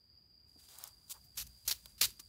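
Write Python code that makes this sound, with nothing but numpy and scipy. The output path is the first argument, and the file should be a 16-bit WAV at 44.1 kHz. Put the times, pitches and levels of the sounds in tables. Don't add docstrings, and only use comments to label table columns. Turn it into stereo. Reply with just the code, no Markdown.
import sys
import numpy as np
from scipy import signal
from scipy.fft import rfft, irfft, next_fast_len
from scipy.io import wavfile
from scipy.ndimage import map_coordinates

SR = 44100
rng = np.random.default_rng(int(sys.argv[2]) if len(sys.argv) > 2 else 0)


def log_audio(samples):
    frames = np.atleast_2d(samples).T
    limited = np.clip(frames, -1, 1)
    pcm = np.round(limited * 32767).astype(np.int16)
    wavfile.write(sys.argv[1], SR, pcm)


def level_to_linear(level):
    exponent = np.asarray(level, float) / 20
    return 10 ** exponent


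N = 100900
CUT_LAG_S = -.00004


def unit(x):
    return x / np.sqrt(np.mean(x ** 2) + 1e-20)


def along(points, hz):
    f, v = np.transpose(points)
    return np.interp(np.log(hz + 1), np.log(f + 1), v)


def curves(rows, outside=-140):
    s, *cols = np.transpose(rows)
    return [np.interp(np.arange(N) / SR, s, c, outside, outside) for c in cols]


def wobble(rate, size=N):
    knots = rng.standard_normal(size)
    return map_coordinates(knots, [np.arange(size) * min(rate, SR / 2) / SR])


def filtered(x, response):
    n = x.shape[-1]
    m = next_fast_len(n + 4096)
    return irfft(rfft(x, m) * response(np.fft.rfftfreq(m, 1 / SR)), m)[..., :n]


def causal(x, gain_db):
    floored_db = np.maximum(gain_db(np.fft.rfftfreq(2048, 1 / SR)), -90)
    cepstrum = irfft(np.log(level_to_linear(floored_db)))
    cepstrum[1:1024] *= 2
    cepstrum[1025:] = 0
    impulse = irfft(np.exp(rfft(cepstrum)))
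    return signal.fftconvolve(x, impulse[None], axes=1)[:, :x.shape[1]]


def placed(x, pan_db, lag_s):
    side = np.array([[.5], [-.5]])
    return filtered(x, lambda hz: np.exp(-2j * np.pi * hz * lag_s * side)) * level_to_linear(pan_db * side)


def rush(spectrum, alike):
    def response(hz):
        turn = np.arccos(np.clip(along(alike, hz), -1, 1)) / 2
        return level_to_linear(along(spectrum, hz)) * [np.cos(turn), np.sin(turn)]

    mid, side = filtered(rng.standard_normal((2, N)), response)
    return unit(np.array([mid + side, mid - side]))


def crackle(per_s, spread_db, slip_db, clump_db, share, diffuse_db):
    draw, noise = rng.random((3, N)), rng.standard_normal((3, N))
    size_db = np.minimum(-spread_db * np.log(draw[2] + 1e-9), 2.5 * spread_db)
    spikes = (draw[0] < per_s / SR) * np.sign(draw[1] - .5) * level_to_linear(size_db)
    slip, share = level_to_linear(slip_db * wobble(1500)), np.clip(share, 0, 1)
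    near = np.sqrt(1 - share) * unit(spikes) + np.sqrt(share) * unit(slip * noise[0])
    apart = unit(filtered(slip * noise[1:], lambda hz: np.sqrt(hz / (hz + 600))))
    return unit(level_to_linear(clump_db * wobble(250)) * (near + level_to_linear(diffuse_db) * apart))


def ambience():
    # (time [s], level [dB])
    shake_level = [(0, -82.5), (1.18, -73), (1.25, -64.5), (1.3, -75), (1.4, -58.5), (1.48, -58),
                   (1.54, -66), (1.62, -72), (1.68, -58), (1.78, -67), (2, -64.5), (2.05, -52.5),
                   (2.15, -68), (2.29, -70)]
    # (frequency [Hz], density [dB per Hz])
    ground = [(25, -41), (40, -13.5), (54, -1), (75, -9.5), (200, -22.5), (400, -43)]
    # (frequency [Hz], density [dB per Hz])
    far_colour = [(41, -31.5), (70, -7), (96, -9.5), (161, -13.5), (300, -19.5), (463, -26.5),
                  (3800, -37.5), (4940, -63), (8360, -120)]
    # (frequency [Hz], correlation [-])
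    far_alike = [(60, 0.94), (240, 0.13), (950, 0.084)]
    # (frequency [Hz], density [dB per Hz])
    hiss_colour = [(4000, -10), (5400, -3), (6200, -8), (8000, -3), (10500, -7), (13300, 1.5),
                   (16000, -4.5)]
    far_db, far_pan_db, hiss_db = -72.5, 1.5, -83
    shake = level_to_linear(curves(shake_level, outside=-80)[0]) * rush(ground, [(50, 0.89)])
    far = level_to_linear(far_db + wobble(10.96)) * rush(far_colour, far_alike)
    return shake + placed(far, far_pan_db, 0.00035) + level_to_linear(hiss_db) * rush(hiss_colour, [(9000, 0.24)])


def insects():
    # (frequency [Hz], density [dB per Hz])
    chorus = [(3000, -70), (4100, -35), (4460, -22), (4670, -7), (4810, 0), (4925, -6), (5090, -24),
              (5500, -43), (6500, -90)]
    chorus_db, pan_db, alike = -63, -2, 0.053
    pulse_per_s, pulse_db, swell_db = 83, 1.5, 1
    phase = 2 * np.pi * pulse_per_s * np.arange(N) / SR + 2 * wobble(3.3)
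    pulse = level_to_linear(pulse_db * np.sin(phase) + swell_db * wobble(20))
    return placed(level_to_linear(chorus_db) * unit(pulse * rush(chorus, [(5000, alike)])), pan_db, .0001)


def husk():
    # (time [s], strength [dB], left over right [dB])
    rustle = [(.45, -92, -1), (.484, -69.5, -4), (.57, -71, -5), (.597, -57, -4), (.68, -60, -7),
              (.69, -53.5, -3), (.78, -55.5, -4.5), (.84, -50, -3.5), (.885, -54.5, -2), (.93, -65.5, -0.5),
              (1.2, -65.5, 0), (1.35, -66, 2), (1.62, -64, 4), (1.9, -60, 1.5), (1.96, -67, 4),
              (2.29, -62.5, 0.5)]
    # (frequency [Hz], gain [dB])
    husk_colour = [(150, -61), (400, -8.5), (1200, -10), (2500, -9.5), (4000, 1), (7500, -4), (11500, -8),
                   (15800, -4)]
    # (time [s], level [dB])
    rub = [(.7, -74.5), (.78, -67.5), (.85, -58), (.9, -74.5), (.95, -84), (1.1, -86), (1.155, -63),
           (1.2, -79.5)]
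    # (frequency [Hz], width [Hz], level [dB])
    hollow = [
        (727, 460, 1),
        (1080, 610, 3.5),
    ]
    body_hz, body_grows = 5900, 0.42
    strength_db, pan_db = curves(rustle)
    pan_db = np.clip(pan_db, -8, 8)
    fine = unit(causal(crackle(2000, 3, 2, 1, .9, -2), lambda hz: along(husk_colour, hz)))
    body = filtered(fine, lambda hz: 1 / (1 + (hz / body_hz) ** 4))
    fine = fine - body * (1 - level_to_linear(body_grows * (strength_db - strength_db.max())))
    fine = placed(fine, 0, .0001) * level_to_linear(strength_db + 1.2 * wobble(40) + pan_db * [[.5], [-.5]])

    def stem(f):
        modes = [level_to_linear(db) * 1j * f * w / (c * c - f * f + 1j * f * w) for c, w, db in hollow]
        return sum((-1) ** k * mode for k, mode in enumerate(modes))

    palm = unit(filtered(crackle(600, 2, 1.8, 1.5, 0.8, 1.5), stem))
    return fine + level_to_linear(curves(rub)[0]) * palm


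def thuds():
    thud_s = [.558, .565, 2.012, 2.011, 2.195, 1.857, 2.042, 2.08, 2.115, 2.194, 2.012]
    thud_q = [1, 1.2, 3, 4, 1.3, 1, 3, 3, 2, 1.2, 3]
    # (peak level [dB], frequency [Hz], t60 [s])
    knocks = [(-57, 280, .06), (-67.5, 550, 0.06), (-52, 213.4, 0.037), (-50.5, 483, 0.03),
              (-54.5, 1160, 0.062), (-57.5, 660, 0.07), (-58, 462, 0.066), (-58.5, 373, 0.02),
              (-65, 200, .12), (-59.5, 270, .04), (-45.5, 1200, 0.074)]
    # (start [s], length [s], level [dB], from [Hz], to [Hz])
    moan = (1.16, .16, -84, 760, 690)
    free_ring = 1.5
    out, t = np.zeros((2, N + SR)), np.arange(SR // 8) / SR
    for s, q, (db, c, t60) in zip(thud_s, thud_q, knocks):
        noise = rng.standard_normal((3, len(t)))
        ringing = free_ring * np.sqrt((q - 1) * c / SR) * 2 * np.sin(2 * np.pi * c * t)
        puff = (noise[0] + .5 * noise[1:] + ringing) * level_to_linear(-60 * t / max(t60, .01))
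        knock = filtered(puff, lambda f: (1j * f * c / q / (c * c - f * f + 1j * f * c / q)) ** 2)
        out[:, round(s * SR):][:, :len(t)] += level_to_linear(db) * knock / np.abs(knock).max()
    s, length, db, from_hz, to_hz = moan
    u = np.clip((np.arange(N) / SR - s) / length, 0, 1)
    pitch_hz = from_hz + (to_hz - from_hz) * u + 14 * wobble(78)
    note = np.sin(2 * np.pi * np.cumsum(pitch_hz) / SR)
    swell = level_to_linear(db + 3.9 * wobble(31.3)) * np.sqrt(np.sin(np.pi * u).clip(0))
    return (out[:, :N] + swell * note) * level_to_linear([[1.5], [-1.5]])


def snaps():
    # (time [s], peak [dB], ring t60 [s], tilt [dB per octave], left over right [dB])
    fibres = [(.687, -42, 0.014, -4, -1.5), (0.7856, -29, 0.014, 8, -0.5), (0.792, -44, 0.017, 0, -3),
              (0.839, -20, 0.007, 2, -4), (0.874, -35, 0.027, 5.5, 5), (1.24, -48.5, 0.11, 9, 5),
              (1.467, -38.5, 0.018, 1.5, 0.5), (1.4725, -36, 0.012, 2.5, 5.5),
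              (1.6767, -15, 0.039, 1.5, 5.5), (1.7249, -22.5, 0.011, -3.5, 6),
              (1.8576, -34, 0.014, -3, 2.5), (2.105, -34, 0.0078, -3, 3.5), (2.1956, -29.5, 0.043, 3, 1.5),
              (2.2012, -37.5, 0.01, 3, 3.5)]
    # (frequency [Hz], gain [dB])
    snap_colour = [(100, -70), (400, -36), (1000, -20), (2500, -9), (4700, 0), (8000, -2), (12000, -3),
                   (16000, -5)]
    rise_share = .04
    out, t = np.zeros((2, N + SR)), np.arange(SR // 20) / SR
    for s, db, t60, tilt_db, pan_db in fibres:
        noise, ring_s = rng.standard_normal((3, len(t))), max(t60, .002)
        envelope = level_to_linear(-60 * t / ring_s) * (1 - np.exp(-t / (rise_share * ring_s)))
        burst = (noise[0] + .5 * noise[1:]) * envelope
        burst = causal(burst, lambda hz: along(snap_colour, hz) + tilt_db * np.log2(hz / 5000 + .2))
        burst = placed(burst / np.abs(burst).max(), pan_db, -.00003 * pan_db)
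        out[:, round(s * SR):][:, :len(t)] += level_to_linear(db) * burst
    return out[:, :N]


def cracks():
    # (time [s], peak [dB], ring [Hz], left over right [dB])
    tough = [(1.0979, -33, 7200, 2), (1.1117, -32, 8800, -1), (1.1148, -32, 7100, 1),
             (1.1189, -33, 7500, -1), (1.1207, -33, 8600, 2), (1.3723, -33, 10200, 3),
             (1.3746, -28, 10500, 4), (1.3768, -29, 5000, 3), (1.3804, -28, 10600, 7),
             (1.3844, -28, 12000, 4), (1.3869, -28, 11000, 4), (1.3887, -29, 11500, 2),
             (1.3952, -32, 12300, 1), (1.4094, -26, 14100, 2), (1.415, -30, 13200, 4),
             (1.4214, -31, 6800, 1), (1.6776, -18, 12100, 2), (1.6802, -19, 8600, 2),
             (1.6822, -15, 5900, 3), (1.6865, -21, 5300, 2), (1.6932, -24, 14800, 0),
             (1.6972, -28, 4400, 2), (1.7088, -24, 4800, 2), (1.7122, -21, 5300, 2), (1.7139, -16, 4500, 2),
             (1.7175, -20, 4600, 0), (1.7195, -20, 4400, 2), (1.7257, -24, 4300, 0), (2.0142, -14, 4600, 1),
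             (2.0166, -16, 3200, 1), (2.0182, -16, 6100, 0), (2.0201, -18, 6500, 3), (2.0246, -16, 4700, 2),
             (2.0311, -17, 2900, 1), (2.0333, -17, 4600, 2), (2.0365, -21, 10300, 2),
             (2.0397, -20, 5200, 3), (2.0439, -17, 4600, 1), (2.0466, -20, 4700, 0), (2.0491, -17, 7200, 1),
             (2.0519, -21, 7600, 0), (2.0546, -16, 6200, 0), (2.1943, -35, 4700, 2),
             (2.1989, -36, 4700, -1), (2.2006, -35, 4800, -1), (2.203, -39, 6700, 1),
             (1.8581, -35, 4500, -1), (1.8607, -39, 12300, 2)]
    trim_db, ring_s, edge_share = .5, .00028, .7
    low_hz = 2200
    out, t = np.zeros((2, N + SR)), np.arange(SR // 200) / SR
    for s, db, ring_hz, pan_db in tough:
        noise, fade = rng.standard_normal((3, len(t))), np.exp(-t / ring_s)
        edge = np.diff(noise[0] + .5 * noise[1:], prepend=0) * fade ** 2 / 2
        ring = np.sign(noise[0, 0]) * np.sin(2 * np.pi * ring_hz * t) * fade
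        tick = filtered(ring + edge_share * edge, lambda hz: (1j * hz / (low_hz + 1j * hz)) ** 2)
        tick = placed(tick / np.abs(tick).max(), pan_db, CUT_LAG_S)
        out[:, round(s * SR):][:, :len(t)] += level_to_linear(db + trim_db) * tick
    return out[:, :N]


def force(bites, forces, on_s, settle):
    rise_db, release_t60 = 20, .028
    t = np.arange(N) / SR
    scrape_db, back_db, t60 = settle
    end = sum(bites[-1])
    scrape = level_to_linear(scrape_db) * (t > on_s) * (t < end)
    gain = scrape + level_to_linear(back_db - 60 * np.abs(t - end) / t60) * (t > end)
    for (s, rise, hold), (first_db, last_db) in zip(bites, forces):
        db = np.interp(t, [s, s + rise, s + rise + hold], [first_db - rise_db, first_db, last_db])
        release_db = -60 * np.maximum(t - s - rise - hold, 0) / release_t60
        gain = np.hypot(gain, level_to_linear(db + release_db) * (t > s))
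    return gain


def knife():
    # (start [s], rise [s], hold [s])
    bites = [
        [(1.0966, .0015, .026)],
        [(1.369, .005, .032), (1.4075, .002, .017)],
        [(1.6762, .0015, .022), (1.697, .016, .009)],
        [(2.0095, .0045, .006), (2.019, .002, .035)],
    ]
    # (first level [dB], last level [dB])
    forces = [
        [(-39, -36)],
        [(-33.5, -35.5), (-35, -38.5)],
        [(-31, -29.5), (-23.5, -29)],
        [(-16, -22), (-23.5, -25.5)],
    ]
    set_on_s = [1.08, 1.355, 1.652, 1.98]
    # (first scrape [dB], husk springing back [dB], its t60 [s])
    settle = [
        (-56, -50, 0.27),
        (-55.5, -52.5, 0.21),
        (-48.5, -39, 0.21),
        (-52, -38, 0.23),
    ]
    # (frequency [Hz], density [dB per Hz])
    first_colour = [(240, -60), (400, -44), (1100, -19.5), (1770, -31), (3530, -11), (5500, -9.5),
                    (7600, -5.5), (15600, -6.5)]
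    second_colour = [(250, -39), (500, -25), (2000, -13), (4700, -5.5), (6500, -5), (9200, -8.5),
                     (12000, 0.5), (15600, -9)]
    third_colour = [(240, -46), (400, -22.5), (683, -25), (1400, -22), (2290, -16.5), (4560, -8),
                    (9070, -12.5), (15500, -8.5)]
    fourth_colour = [(250, -48), (750, -23), (1500, -15.5), (2300, -10.5), (4600, -2.5), (9000, -7),
                     (12000, -3.5), (15500, -7)]
    colours = first_colour, second_colour, third_colour, fourth_colour
    swing = 3
    out = np.zeros((2, N))
    for *cut, colour in zip(bites, forces, set_on_s, settle, colours):
        tear = crackle(per_s=3500, spread_db=3, slip_db=2.2, clump_db=1.3, share=.8, diffuse_db=0)
        tear = unit(causal(tear, lambda hz: along(colour, hz)))
        out += force(*cut) * swing * np.tanh(tear / swing)
    return placed(out, 1.5, CUT_LAG_S)


def echoes(x):
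    t = np.arange(SR // 5) / SR
    tail = rng.standard_normal((2, len(t))) * level_to_linear(-60 * t / .04)
    return signal.fftconvolve(x, tail / np.linalg.norm(tail[0]), axes=1)[:, :N]


def scene():
    near = knife() + cracks() + snaps() + thuds()
    return near + level_to_linear(-13) * echoes(near) + husk() + insects() + ambience()


def low_pass(x):
    return signal.sosfilt(signal.butter(12, 16970, fs=SR, output="sos"), x)


def record(dry):
    top_hz, end_hz, edge_hz, above_db = 15820, 16900, 90, -38

    def step(hz, at_hz):
        return (1 + np.tanh((hz - at_hz) / edge_hz)) / 2

    mix = filtered(dry, lambda hz: level_to_linear(above_db * step(hz, top_hz)) * (1 - step(hz, end_hz)))
    return low_pass(mix)


dry = scene()
out = record(dry)
log_audio(out)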